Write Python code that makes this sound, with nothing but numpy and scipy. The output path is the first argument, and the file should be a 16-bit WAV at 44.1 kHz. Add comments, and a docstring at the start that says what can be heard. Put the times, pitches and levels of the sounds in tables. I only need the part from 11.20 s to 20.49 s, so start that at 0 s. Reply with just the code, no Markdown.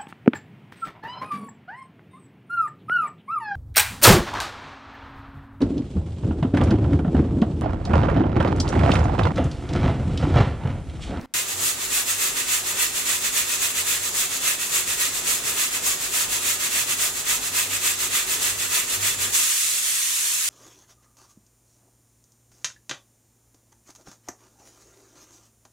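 """A short low rumble with a faint tick, then a hush; a small tiled kitchen cuts in, heard in stereo from close by.
A pressure cooker stands on a lit stove: filtered noise is the burner's rush, a wavering sine the low hum.
The valve weight rocks and shapes hissing noise into strong and weak puffs of steam, about seven a second.
Then it lifts and the steam blows freely, so that the recorder's gain control pushes the kitchen down."""
import sys
import numpy as np
from scipy import signal
from scipy.fft import rfft, irfft
from scipy.io import wavfile

SR = 44100
rng = np.random.default_rng(int(sys.argv[2]) if len(sys.argv) > 2 else 0)


def waveform_to_disk(signal):
    """Save audio, clipped to [-1, 1], as 16-bit WAV at the path in sys.argv[1]."""
    frames = np.transpose(np.atleast_2d(signal))
    scaled = np.clip(frames, -1, 1) * 32767
    samples = np.round(scaled).astype(np.int16)
    wavfile.write(sys.argv[1], SR, samples)


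N = 409688
T = np.arange(N) / SR
HZ = np.maximum(np.fft.rfftfreq(N, 1 / SR), 1)
SIDES = np.array([[1], [-1]])  # left, right
CUT_IN_S = 0.138  # the kitchen starts here
BLOW_S = 8.11  # the weight lifts here


def undb(db):
    """Decibels to gain."""
    return 10 ** (np.asarray(db) / 20)


def unit(x):
    """Scale to rms 1."""
    return x / np.sqrt(np.mean(x ** 2))


def curve(rows):
    """Join (time, value) rows by straight lines."""
    return np.interp(T, *np.transpose(rows))


def spectrum(rows):
    """Join (frequency, value) rows on a log-frequency axis."""
    hz, value = np.transpose(rows)
    return np.interp(np.log(HZ), np.log(hz), value)


def colour(x, db):
    """Filter by a gain in dB at each frequency."""
    return irfft(rfft(x) * undb(db), N)


def walk(rate):
    """Smooth random wander of rms 1, up to about rate changes a second."""
    spread = np.exp(-(HZ / rate) ** 2)
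    return unit(irfft(rfft(rng.standard_normal(N)) * spread, N))


def lag(power, seconds):
    """Running mean that forgets exponentially."""
    keep = np.exp(-1 / (seconds * SR))
    return signal.lfilter([1 - keep], [1, -keep], power)


def bump(offset, length, squareness=2):
    """Rounded rise and fall, 1 at the centre and half at the ends of its length."""
    return 2 ** -np.minimum(np.abs(2 * offset / length) ** squareness, 60)


def widen(pair, likeness):
    """Turn two unrelated signals into left and right with the given correlation."""
    c = np.clip(likeness, -.99, .99)
    mid, side = rfft(pair)
    return irfft(mid * np.sqrt((1 + c) / 2) + SIDES * side * np.sqrt((1 - c) / 2), N)


def rush(shape, likeness):
    """Steady coloured noise of rms 1, as alike in both channels as likeness says."""
    noise = colour(rng.standard_normal((2, N)), spectrum(shape))
    return unit(widen(noise, likeness))


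# colour of the opening rumble and hush: (frequency [Hz], relative level per Hz [dB])
RUMBLE_COLOUR = [(25, -13), (50, -8), (130, -20), (270, -4.5), (380, -21), (520, -15), (750, -22),
                 (950, -23), (1500, -26), (2000, -28), (3000, -35), (14000, -50)]


def opening(rumble_db=-39.0, hush_db=-61, rumble_end_s=0.059):
    """Low noise that drops suddenly to a hush, which stays on underneath; a decaying noise burst is the tick."""
    tick_s, tick_db, tick_decay_s, tick_hz = 0.013, -41, 0.0013, 4500
    tick = unit(colour(rng.standard_normal(N), -20 * np.log(HZ / tick_hz) ** 2))
    decay = np.exp(-np.abs(T - tick_s) / tick_decay_s) * (T > tick_s)
    level = undb(rumble_db) * (T < rumble_end_s) + undb(hush_db)
    return rush(RUMBLE_COLOUR, likeness=0.83) * level + undb(tick_db) * tick * decay


# colour of the lit burner and the kitchen around it: (frequency [Hz], relative level per Hz [dB])
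BURNER_COLOUR = [(22, -26), (42, 6), (65, -6), (110, -3.5), (215, -3.5), (265, -1), (320, -2.5), (440, 1.5),
                 (530, -4), (800, -4), (1500, -6.5), (4000, -20), (12000, -66)]


def burner(level_db=-43):
    """The burner's soft low rush, nearly alike in both channels, unsteady by about 1 dB."""
    return undb(level_db + 1.0 * walk(7.5)) * rush(BURNER_COLOUR, likeness=0.87)


def wavering(hz, width):
    """A tone whose strength and phase wander within a narrow band."""
    wander = walk(width) + 1j * walk(width)
    return np.real(wander * np.exp(2j * np.pi * hz * T))


# resting level of the strongest hum line, before its steady and unsteady shares;
# it sinks once the weight lifts: (time [s], level [dB])
HUM_REST = [(.3, -50.5), (2.2, -55.5), (3.2, -57.5), (4, -56.5), (8.12, -54.5), (8.22, -60)]
# swells of the hum, most as the lift nears: (time [s], peak level [dB], length at half power [s])
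HUM_SWELLS = [(5.3, -50, 0.092), (6.3, -48, 0.073), (6.53, -47, 0.11), (6.79, -50, .11), (7.36, -45, 0.13),
              (7.82, -40.5, .09), (8.05, -46.5, 0.12)]
# weaker wavering tones: (frequency [Hz], level [dB], width of wander [Hz])
FAINT_TONES = [(49.6, -63.5, 2.1), (155, -62.5, 5.5), (262.5, -59, 10.5), (272.6, -64, 6),
               (370.4, -54, 9.7)]


def hum(hum_hz=97.2, drift_hz=1.95, steady_db=-2, unsteady_db=-3, unsteady_width_hz=7):
    """A low sine of drifting pitch that swells now and then, with a few fainter, unsteady tones."""
    phase = 2 * np.pi * np.cumsum(hum_hz + drift_hz * walk(7.0)) / SR
    rest = undb(curve(HUM_REST))
    swells = sum(undb(db) ** 2 * bump(T - s, length) for s, db, length in HUM_SWELLS)
    power = (undb(steady_db) * rest) ** 2 + swells
    steady = np.sqrt(2 * power) * np.sin(phase)
    unsteady = undb(unsteady_db) * rest * wavering(hum_hz, unsteady_width_hz)
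    faint = sum(undb(db) * wavering(hz, width) for hz, db, width in FAINT_TONES)
    return steady + unsteady + faint


# narrow resonances and dips of the valve and the lid, before the ring factor:
# (frequency [Hz], width [Hz], lift [dB])
VALVE_RESONANCES = [(997, 30, 6.5), (1240, 33, 2), (1254, 155, 3), (1505, 39, 2), (1897, 360, 4.5),
                    (2610, 360, 4.5), (3500, 250, 4.5), (4110, 180, 3), (6360, 75, 5.5), (7000, 45, -11),
                    (7010, 29, 7.5), (6870, 60, 7.5), (8000, 170, 0.5), (8900, 90, -4)]


def jet(shape, flutter_db, ring):
    """Turbulent steam as noise, ringing the valve's resonances and fluttering in strength."""
    lift_db = sum(db / (1 + (2 * (HZ - hz) / width) ** 2) for hz, width, db in VALVE_RESONANCES)
    hiss = colour(rng.standard_normal((2, N)), spectrum(shape) + ring * lift_db)
    return unit(hiss) * undb(flutter_db * walk(32))


def wandering_bounces(x, depth=0.12, count=6):
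    """Bounces off lid and wall wander at random, so the hiss keeps changing colour."""
    delays_s = rng.uniform(.0004, .009, count)
    bounces = sum(walk(12.0) * np.roll(x, int(s * SR), axis=1) for s in delays_s)
    return unit(x + depth * bounces)


# colour of the free jet and of the droplets: (frequency [Hz], relative level per Hz [dB])
FREE_JET_COLOUR = [(300, -55), (600, -22), (880, -28), (1020, -15.5), (1600, -11), (2000, -8.5),
                   (2700, -5.5), (4000, -5), (5200, -4.5), (6800, 1.5), (8200, 1.5), (9500, -1.5),
                   (12000, -5.5), (15500, -13)]


def spit(rate):
    """Tiny droplets bursting in the jet: random clicks, rate of them a second in each channel on average."""
    drops = (rng.random(N) < rate / SR) * rng.uniform(-0.46, 1, (2, N))
    return unit(colour(drops, spectrum(FREE_JET_COLOUR)))


# the weight rocks to and fro, one strong and one weak puff a swing:
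# (time [s], swings per second [Hz], weak puff relative to strong [dB])
ROCKING = [(0.2, 3.782, -3.2), (0.55, 2.941, -8.3), (0.75, 3.653, -1.3), (1.4, 3.328, -3.6),
           (2.35, 3.827, -0.7), (3.2, 3.432, -4.6), (3.9, 3.84, -0.7), (4.15, 3.031, -10.8),
           (4.35, 3.571, 2.0), (4.65, 3.697, -6.9), (5.0, 3.134, -2.3), (5.75, 3.816, -1.3),
           (5.95, 3.664, -6.1), (7.05, 3.345, -0.6), (7.3, 3.371, -4.1), (8.0, 3.233, -1.5)]


def rocking(squareness):
    """Steam power let out by the rocking weight: a wide gap on one side of each swing, a narrower one opposite."""
    first_puff_s, weak_puff_at = 0.17, 0.52  # the second is a share of a swing after the strong puff
    strong_open, weak_open = 0.3, 0.22  # puff length at half power, share of a swing
    puff_db = -19.5  # peak of a strong puff relative to unit hiss
    ease_db, ease_s = -2, .12  # the first puffs are eased, as the gain control starts from rest
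    s, rate, weak_db = np.transpose(ROCKING)
    swings = np.cumsum(np.interp(T, s, rate)) / SR
    swings = swings - np.interp(first_puff_s, T, swings)

    def from_nearest(turn):
        """Signed distance to the nearest whole swing."""
        return (turn + .5) % 1 - .5

    strong = bump(from_nearest(swings), strong_open, squareness)
    weak = bump(from_nearest(swings - weak_puff_at), weak_open, squareness)
    weak = weak * undb(np.interp(T, s, weak_db)) ** 2
    eased_db = ease_db * np.exp(-np.maximum(T - first_puff_s, 0) / ease_s)
    return undb(puff_db + eased_db) ** 2 * (strong + weak) * (T < BLOW_S)


# colour of steam squeezed under the seated weight: (frequency [Hz], relative level per Hz [dB])
SQUEEZED_JET_COLOUR = [(300, -23), (600, -13), (880, -17), (1020, -8.5), (1600, -6), (2000, -4.5),
                       (2700, -3), (4000, -4), (5400, -4), (6500, -0.36), (7500, 3.04), (9300, -2.5),
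                       (11000, -4.5), (15500, -10)]


def puffs(leak_db=-40, spit_db=-21, brighten=0.34, bright_hz=10000, body_hz=2300):
    """Each tilt opens a gap under the weight; the wider the gap, the throatier and more sizzling the jet."""
    linger_db, linger_s, deepen, vary = -5.8, .04, .18, .12
    power = rocking(squareness=2.32)
    # some steam always leaks, and each puff lingers in the room
    linger = undb(linger_db) ** 2 * lag(power, linger_s)
    flow = np.sqrt(power + undb(leak_db) ** 2 + linger)
    hiss = wandering_bounces(jet(SQUEEZED_JET_COLOUR, flutter_db=0.6, ring=0.93))
    hiss = hiss + undb(spit_db) * spit(rate=69)
    sizzle = irfft(rfft(hiss) / (1 + (bright_hz / HZ) ** 6), N)
    body = irfft(rfft(hiss) * np.exp(-(2 * np.log(HZ / body_hz)) ** 2), N)
    gap = flow / np.sqrt(np.mean(flow ** 2)) - 1
    # the gap never opens in quite the same shape, so body and sizzle also vary by chance
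    more_sizzle = (brighten * gap + vary * walk(36)) * sizzle
    more_body = (deepen * gap + vary * walk(4.1)) * body
    return flow * (hiss + more_sizzle + more_body)


# the free jet takes over from the squeezed one while the weight rises: (time [s], share of power [0-1])
LIFT = [(8.2, 0.8), (8.3, 0.8), (8.37, 0.99)]


def blow_off(spit_db=-16):
    """The jet bursts out, then grows and thins as the weight rises clear of the vent; it falters once."""
    open_db, full_db = -18, -10  # relative to unit hiss
    attack_s, grow_s = 0.039, 0.14
    falter_s, falter_length_s, falter_db = 8.62, 0.032, -3.5
    free = np.clip(curve(LIFT), 0, 1)
    free_jet = jet(FREE_JET_COLOUR, flutter_db=0.15, ring=0.83)
    squeezed_jet = jet(SQUEEZED_JET_COLOUR, flutter_db=-2.0, ring=1.0)
    steam = np.sqrt(free) * free_jet + np.sqrt(1 - free) * squeezed_jet
    age = np.maximum(T - BLOW_S, 0)
    level_db = full_db + (open_db - full_db) * np.exp(-age / grow_s)
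    level_db = level_db + falter_db * bump(T - falter_s, falter_length_s)
    attack = np.minimum(age / attack_s, 1)
    return attack * undb(level_db) * (wandering_bounces(steam) + undb(spit_db) * spit(rate=81))


def kitchen(x, early_db=-13, early_t60=.14):
    """Quick reflections from the lid and the tiles, a fast-decaying noise echo, ripple the spectrum."""
    t = T[:SR // 5]
    echoes = rng.standard_normal((2, len(t))) * undb(-60 * t / early_t60) * (t > .002)
    echoes = unit(echoes) / np.sqrt(len(t))  # unit energy a channel
    return x + undb(early_db) * signal.fftconvolve(x, echoes, axes=1)[:, :N]


# likeness of the hiss in the two channels: (frequency [Hz], correlation [-1 to 1])
HISS_LIKENESS = [(500, 0.58), (1100, 0.58), (1600, 0.15), (3000, 0.17), (5200, 0.39), (7500, 0.054),
                 (11000, 0.24), (15000, 0.31)]
# lean of the hiss to one side: (frequency [Hz], left minus right [dB])
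HISS_PAN = [(60, 7), (110, 0.5), (200, -5), (380, -2), (700, 0.5), (1290, -3), (2380, -2.0), (4400, -1.0),
            (8120, -1.0), (15000, 0)]


def scene(steam_db=-1.05):
    """Steam in the kitchen over burner and hum, cutting in over the opening's hush."""
    steam = widen(kitchen(puffs() + blow_off()), spectrum(HISS_LIKENESS))
    steam = undb(steam_db) * colour(steam, SIDES * spectrum(HISS_PAN) / 2)
    stove = burner() + hum()
    return opening() + (steam + stove) * (T > CUT_IN_S)


def record(dry, ceiling_db=-22.5, follow_s=.12, top_hz=15750):
    """Slow gain control holds the mean level under a ceiling; the top is cut steeply."""
    loudness = np.sqrt(lag(np.mean(dry ** 2, axis=0), follow_s))
    held = dry / np.maximum(1, loudness / undb(ceiling_db))
    top_cut = signal.ellip(12, .1, 85, top_hz, fs=SR, output="sos")
    return signal.sosfilt(top_cut, held)


dry = scene()
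out = record(dry)
waveform_to_disk(out)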